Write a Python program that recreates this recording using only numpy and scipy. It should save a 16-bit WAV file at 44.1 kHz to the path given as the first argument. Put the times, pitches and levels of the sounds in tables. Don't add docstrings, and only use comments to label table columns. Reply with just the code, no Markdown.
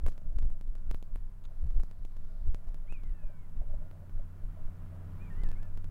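import sys
import numpy as np
from scipy import signal
from scipy.fft import rfft, irfft, next_fast_len
from scipy.io import wavfile
from scipy.ndimage import uniform_filter1d

SR = 44100
rng = np.random.default_rng(int(sys.argv[2]) if len(sys.argv) > 2 else 0)


def dump_mix(stems):
    frames = np.atleast_2d(stems).T
    limited = np.clip(frames, -1, 1)
    pcm = np.round(limited * 32767).astype(np.int16)
    wavfile.write(sys.argv[1], SR, pcm)


N = 260190
TIME = np.arange(N) / SR

# t/s, level/dB
MACHINERY_LEVEL = [(0.0, -71), (0.25, -75.5), (0.71, -76), (0.85, -74), (1.35, -74.5), (1.64, -71.5),
                   (2.02, -75), (2.46, -72), (3.86, -71), (4.67, -68.5), (5.01, -67.5), (5.36, -63.5),
                   (5.65, -69), (5.9, -71)]
# t/s, level/dB
BREEZE_LEVEL = [(0, -32.5), (1.1, -36.5), (3.8, -36), (3.97, -45.5), (4.45, -41), (4.95, -47),
                (5.35, -32.5), (5.9, -33)]


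def undb(db):
    return 10 ** (np.asarray(db) / 20)


def unit(x):
    return x / np.sqrt(np.mean(x ** 2))


def curve(rows):
    return np.interp(TIME, *np.transpose(rows))


def walk(rate_hz):
    hold = max(int(SR / rate_hz), 2)
    steps = np.repeat(rng.standard_normal(N // hold + 2), hold)
    return 1.287 * uniform_filter1d(uniform_filter1d(steps, hold), hold)[:N]


def resonance(hz, centre_hz, width_hz):
    return 1j * hz * width_hz / (centre_hz ** 2 - hz ** 2 + 1j * hz * width_hz)


def colour(spectrum):
    knots_hz, db = np.transpose(spectrum)
    return lambda hz: undb(np.interp(np.log(hz), np.log(knots_hz), db))


def noise(gain_at, band_hz=(0, SR)):
    size = next_fast_len(N)
    hz = np.arange(size // 2 + 1) * SR / size
    gain = gain_at(hz + 1e-6)
    in_band = (hz >= band_hz[0]) & (hz <= band_hz[1])
    power = np.sum(np.abs(gain[in_band]) ** 2) / len(hz)
    return irfft(rfft(rng.standard_normal(size)) * gain, size)[:N] / np.sqrt(power)


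def even_noise(spectrum, window_s):
    raw = noise(colour(spectrum))
    envelope = np.abs(signal.hilbert(raw, next_fast_len(N))[:N])
    power = uniform_filter1d(envelope ** 2, int(window_s * SR))
    return unit(raw / np.sqrt(power + .1))


def hiss(treble_db=-82, follow_db_per_db=0.46):
    # f/Hz, level/dB
    spectrum = [(500, -1.5), (3000, 2.8), (6000, 1.2), (10000, 2.4), (15000, 2.5)]
    bed = noise(colour(spectrum), band_hz=(7000, 15000))
    work_db = curve(MACHINERY_LEVEL)
    return bed * undb(treble_db + follow_db_per_db * (work_db - work_db.mean()))


def gusts(lead_s=0):
    # t/s, level/dB, half width/s
    surges = [(0.068, -20, .045), (.28, -26, .04), (.385, -22, .045), (.455, -20.5, .04), (.53, -27, .04),
              (0.701, -28, .035), (0.918, -23.5, .045), (1.142, -30, .04), (1.656, -22, .065),
              (1.791, -20, .045), (2.021, -27.5, .035), (2.227, -29.5, .04), (2.494, -21.5, .05),
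              (2.699, -29.5, .04), (2.917, -28, .04), (3.1, -28.5, .06), (3.264, -28, .04),
              (3.613, -26, .055), (3.761, -27.5, .07), (4.187, -26.5, .05), (4.461, -31, .045),
              (4.655, -28.5, .05), (5.47, -25, .09)]
    bells = [undb(db) * np.exp(-((TIME + lead_s - s) / width_s) ** 2) for s, db, width_s in surges]
    return np.sqrt(sum(bell ** 2 for bell in bells))


def wind(unrest_db=3, strong_gust_db=-22, thump_db=-32, thump_db_per_db=2.07, eddy_share_db=-21):
    # f/Hz, level/dB
    buffet_spectrum = [(1, -52), (5, -10), (11, 5.5), (21, 4), (32, -9.5), (55, -36), (90, -35), (160, -48),
                       (400, -68.5), (2000, -130)]
    # f/Hz, level/dB
    eddy_spectrum = [(15, -8.5), (35, 10.5), (58, 2.5), (100, -14), (160, -25.5), (300, -32.5),
                     (700, -46.5), (2000, -78), (6000, -130)]
    breeze = undb(curve(BREEZE_LEVEL) + unrest_db * walk(14))
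    thumps = undb(thump_db) * (gusts(lead_s=0.017) / undb(strong_gust_db)) ** thump_db_per_db
    buffet = even_noise(buffet_spectrum, window_s=0.05) * np.hypot(breeze, gusts())
    eddies = even_noise(eddy_spectrum, window_s=0.066) * (thumps + undb(eddy_share_db) * breeze)
    return buffet + eddies


def crackle(corner_hz=45, first_share=0.51, small_per_s=8, small_db=-51.5, small_spread_db=5,
            fizz_db=-41, fizz_s=0.024):
    # t/s, jump height/dB, second-stage lag/ms
    sharp = [(.0641, -29, .07), (.0659, -29, .12), (.084, -29, 0.11), (.122, -44.5, .05),
             (.1795, -41.5, 0.018), (.387, -35, .02), (.426, -40, 0.012), (.454, -46, .05),
             (.503, -42.5, 0.12), (.612, -40.5, 0.0041), (.677, -46.5, .3), (.754, -43.5, 0),
             (.913, -29.5, 0), (.946, -31, 0.076), (1.027, -36, .3), (1.159, -34, 0.087),
             (1.8, -35.5, 0.094), (1.835, -35.5, 0.17), (1.913, -42, 0.022), (2.051, -36, 0.31),
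             (2.168, -45, 0.0051), (2.5465, -32, 0.033), (2.684, -45.5, .18), (2.745, -41, 0.0089),
             (2.9245, -36, .12), (3.036, -44, 0.021), (3.913, -41.5, 0.069), (4.096, -44.5, .07),
             (5.436, -32.5, .24), (5.489, -36, 0.22), (5.516, -38, 0.0098), (5.631, -42.5, 0.0093),
             (5.775, -39.5, 0), (5.844, -40, .03)]
    when, size, lag = rng.random((int(small_per_s * N / SR), 3)).T
    exposure = np.cumsum(undb(curve(BREEZE_LEVEL)) + gusts())
    times_s = np.minimum(np.interp(when, exposure / exposure[-1], TIME), TIME[-1] - .01)
    small = zip(times_s, small_db + small_spread_db * (2 * size - 1), .2 * lag)
    jumps = np.zeros(N)
    for s, db, lag_ms in [*sharp, *small]:
        height, start = undb(db), int(s * SR)
        jumps[start] += first_share * height
        jumps[start + int(round(lag_ms * SR / 1000))] += (1 - first_share) * height
    clicks = signal.lfilter([1], [1, -np.exp(-2 * np.pi * corner_hz / SR)], jumps + 1e-18)
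    tails = signal.lfilter([1], [1, -np.exp(-1 / (fizz_s * SR))], np.abs(jumps) + 1e-18)
    fizz = noise(lambda hz: resonance(hz, centre_hz=4300, width_hz=5100))
    return clicks + undb(fizz_db) * tails * fizz


def zoom():
    # t/s, level/dB
    motor_level = [(1.35, -110), (1.5, -89), (1.9, -89), (2.45, -83.5), (2.62, -110)]
    # t/s, level/dB
    ticks = [(1.4398, -61), (1.444, -61), (1.4514, -54.5), (1.455, -53)]
    # f/Hz, level/dB, t60/s
    modes = [(1370, 0, 0.0046), (2780, 2, 0.0021), (3640, 0, 0.0052), (6430, -10, 0.0073)]
    whir = noise(lambda hz: resonance(hz, centre_hz=4100, width_hz=2200) ** 2)
    sound = undb(curve(motor_level)) * whir
    t = TIME[:SR // 20]
    ring = sum(undb(db - 60 * t / t60_s) * np.sin(2 * np.pi * hz * t) for hz, db, t60_s in modes)
    for s, db in ticks:
        sound[int(s * SR):][:len(t)] += undb(db) * ring
    return sound


def mew(glide, opening_db, tail_db, release_s, third_db,
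        attack_s=0.046, hold_s=0.045, sink_s=0.015, catch_s=0.0083, jitter=0.0059, flutter_db=2.4):
    # f/Hz, level/dB
    throat = [(700, -35), (1300, -30), (1520, -4), (1800, 1), (2100, 0), (2400, 3), (2650, -1), (3050, -3),
              (3700, -19), (5000, -45)]
    catches = [5.297, 5.548]
    age_s, left_s = TIME - glide[0][0], glide[-1][0] - TIME
    gate = np.clip(age_s / attack_s, 0, 1) * np.sqrt(np.clip(left_s / release_s, 0, 1))
    gate *= np.prod([1 - np.exp(-((TIME - s) / catch_s) ** 2) for s in catches], axis=0)
    effort = np.exp(-np.maximum(age_s - attack_s - hold_s, 0) / sink_s)
    pitch_hz = curve(glide) * (1 + jitter * walk(250))
    phase = 2 * np.pi * np.cumsum(pitch_hz) / SR
    orders = np.arange(1, 4)[:, None]
    weights = colour(throat)(orders * pitch_hz) / orders ** 2 * undb((orders == 3) * third_db)
    weights *= np.sqrt(2 / np.sum(weights ** 2, axis=0))
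    flutter = undb(flutter_db * np.array([walk(50) for _ in orders]))
    voice = np.sum(flutter * weights * np.sin(orders * phase), axis=0)
    return voice * gate * (effort * undb(opening_db) + (1 - effort) * undb(tail_db))


def bird(echo_db=-17, echo_t60_s=0.17, echo_delay_s=0.03):
    # t/s, f/Hz
    glides = [
        [(2.865, 920), (2.897, 1245), (2.922, 1285), (2.931, 1425), (2.939, 1275), (2.98, 1165), (3.15, 895),
         (3.29, 795), (3.41, 730), (3.47, 650)],
        [(5.175, 985), (5.2, 1180), (5.235, 1240), (5.288, 1155), (5.3, 950), (5.33, 890), (5.425, 1035),
         (5.465, 865), (5.52, 885), (5.56, 700), (5.61, 855), (5.66, 880), (5.73, 710)],
    ]
    # opening/dB, tail/dB, release/s, third-harmonic trim/dB
    shapes = [(-61, -76, 0.058, -0.5), (-64.5, -68, 0.2, -3)]
    calls = sum(mew(glide, *shape) for glide, shape in zip(glides, shapes))
    t = TIME[:SR]
    trees = rng.standard_normal(SR) * undb(-60 * t / echo_t60_s) * (t > echo_delay_s)
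    return calls + undb(echo_db) * signal.fftconvolve(calls, trees / np.linalg.norm(trees))[:N]


def implement(rattle_db=-75.5, rattle_spread_db=3, rise_s=0.0042):
    # t/s, level/dB, decay/s
    clunks = [(0.322, -64.5, 0.03), (1.51, -63, 0.011), (3.236, -53.5, 0.0084), (3.299, -61.5, .035),
              (3.614, -57, 0.037), (3.7, -61, 0.026), (3.74, -51.5, 0.011), (3.815, -62.5, .03),
              (3.929, -62, 0.038), (4.021, -57, 0.019), (4.195, -60.5, 0.023), (4.57, -61, 0.026),
              (4.925, -64, 0.12)]
    shake = undb(rattle_db + rattle_spread_db * walk(16))
    for s, db, decay_s in clunks:
        shake += undb(db) * np.exp(-np.maximum((s - TIME) / rise_s, (TIME - s) / decay_s))
    return shake * noise(lambda hz: resonance(hz, centre_hz=606.4, width_hz=157) ** 2)


def engine(firing_hz, harmonic_db, uneven_db, wander=.002, fading_db=1.92, knee_hz=190, cylinders=6):
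    rate_hz = firing_hz * (1 + wander * walk(1.98))
    phase = 2 * np.pi * (np.cumsum(rate_hz) / SR + rng.random())
    firing = sum(undb(db + fading_db * walk(5)) * np.sin(k * phase)
                 for k, db in enumerate(harmonic_db, 1))
    orders = np.array([k for k in range(cylinders + 1, cylinders ** 2) if k % cylinders])
    cycle = np.linspace(0, 2 * np.pi, 2048)
    weights = 1 / (1 + (orders * firing_hz / cylinders / knee_hz) ** 4)
    lumps = weights @ np.sin(np.outer(orders, cycle) + 2 * np.pi * rng.random((len(orders), 1)))
    lope = unit(np.interp(phase / cylinders % (2 * np.pi), cycle, lumps))
    return np.sqrt(2) * firing + undb(uneven_db + fading_db * walk(3.6)) * lope, phase


def tractors(knock_depth=0.24, flicker_db=1.0, wash_db=-6.5, whine_fading_db=4, whine_waver=0.0035):
    # firing rate/Hz, harmonics 1, 2, 3/dB, uneven-cylinder lines/dB
    engines = [(89.97, 0.5, -22, -26.5, -19), (77.24, -11, -8.5, -24.5, -12),
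               (80.55, -20, -16.5, -33.5, -15)]
    # t/s, level/dB
    drone_level = [(0, -53.5), (1.2, -58.5), (2.1, -57.5), (3.1, -55), (3.7, -53), (4.5, -49), (5.3, -46.5),
                   (5.6, -52), (5.9, -49)]
    # f/Hz, level/dB
    wash_spectrum = [(30, 0.5), (60, 2), (110, 14), (190, 16), (270, 7), (430, 4.5), (620, -4), (760, 0),
                     (1050, -0.5), (1400, -2), (2000, -9.5), (3000, -17), (4500, -28), (9000, -43.5)]
    # f/Hz, level/dB re machinery
    whines = [(1000, -12), (1339, -18), (1430, -16.5)]
    drone, machinery = 0, 0
    for firing_hz, *harmonic_db, uneven_db in engines:
        exhaust, phase = engine(firing_hz, harmonic_db, uneven_db)
        drone += exhaust
        wash = noise(colour(wash_spectrum), band_hz=(800, 2000))
        knock = 1 + knock_depth * np.cos(phase)
        machinery += wash * knock * undb(wash_db + flicker_db * walk(18))
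    for hz, db in whines:
        mesh_phase = 2 * np.pi * np.cumsum(hz * (1 + whine_waver * walk(20))) / SR
        machinery += undb(db + whine_fading_db * walk(6.9)) * np.sin(mesh_phase)
    return drone * undb(curve(drone_level)) + machinery * undb(curve(MACHINERY_LEVEL))


def scene():
    field = tractors() + implement() + bird()
    near = hiss() + wind() + crackle() + zoom()
    return (field + near)[None]


def record(dry):
    top_hz = 15800
    return signal.sosfilt(signal.ellip(10, .2, 80, top_hz, fs=SR, output="sos"), dry)


dry = scene()
out = record(dry)
dump_mix(out)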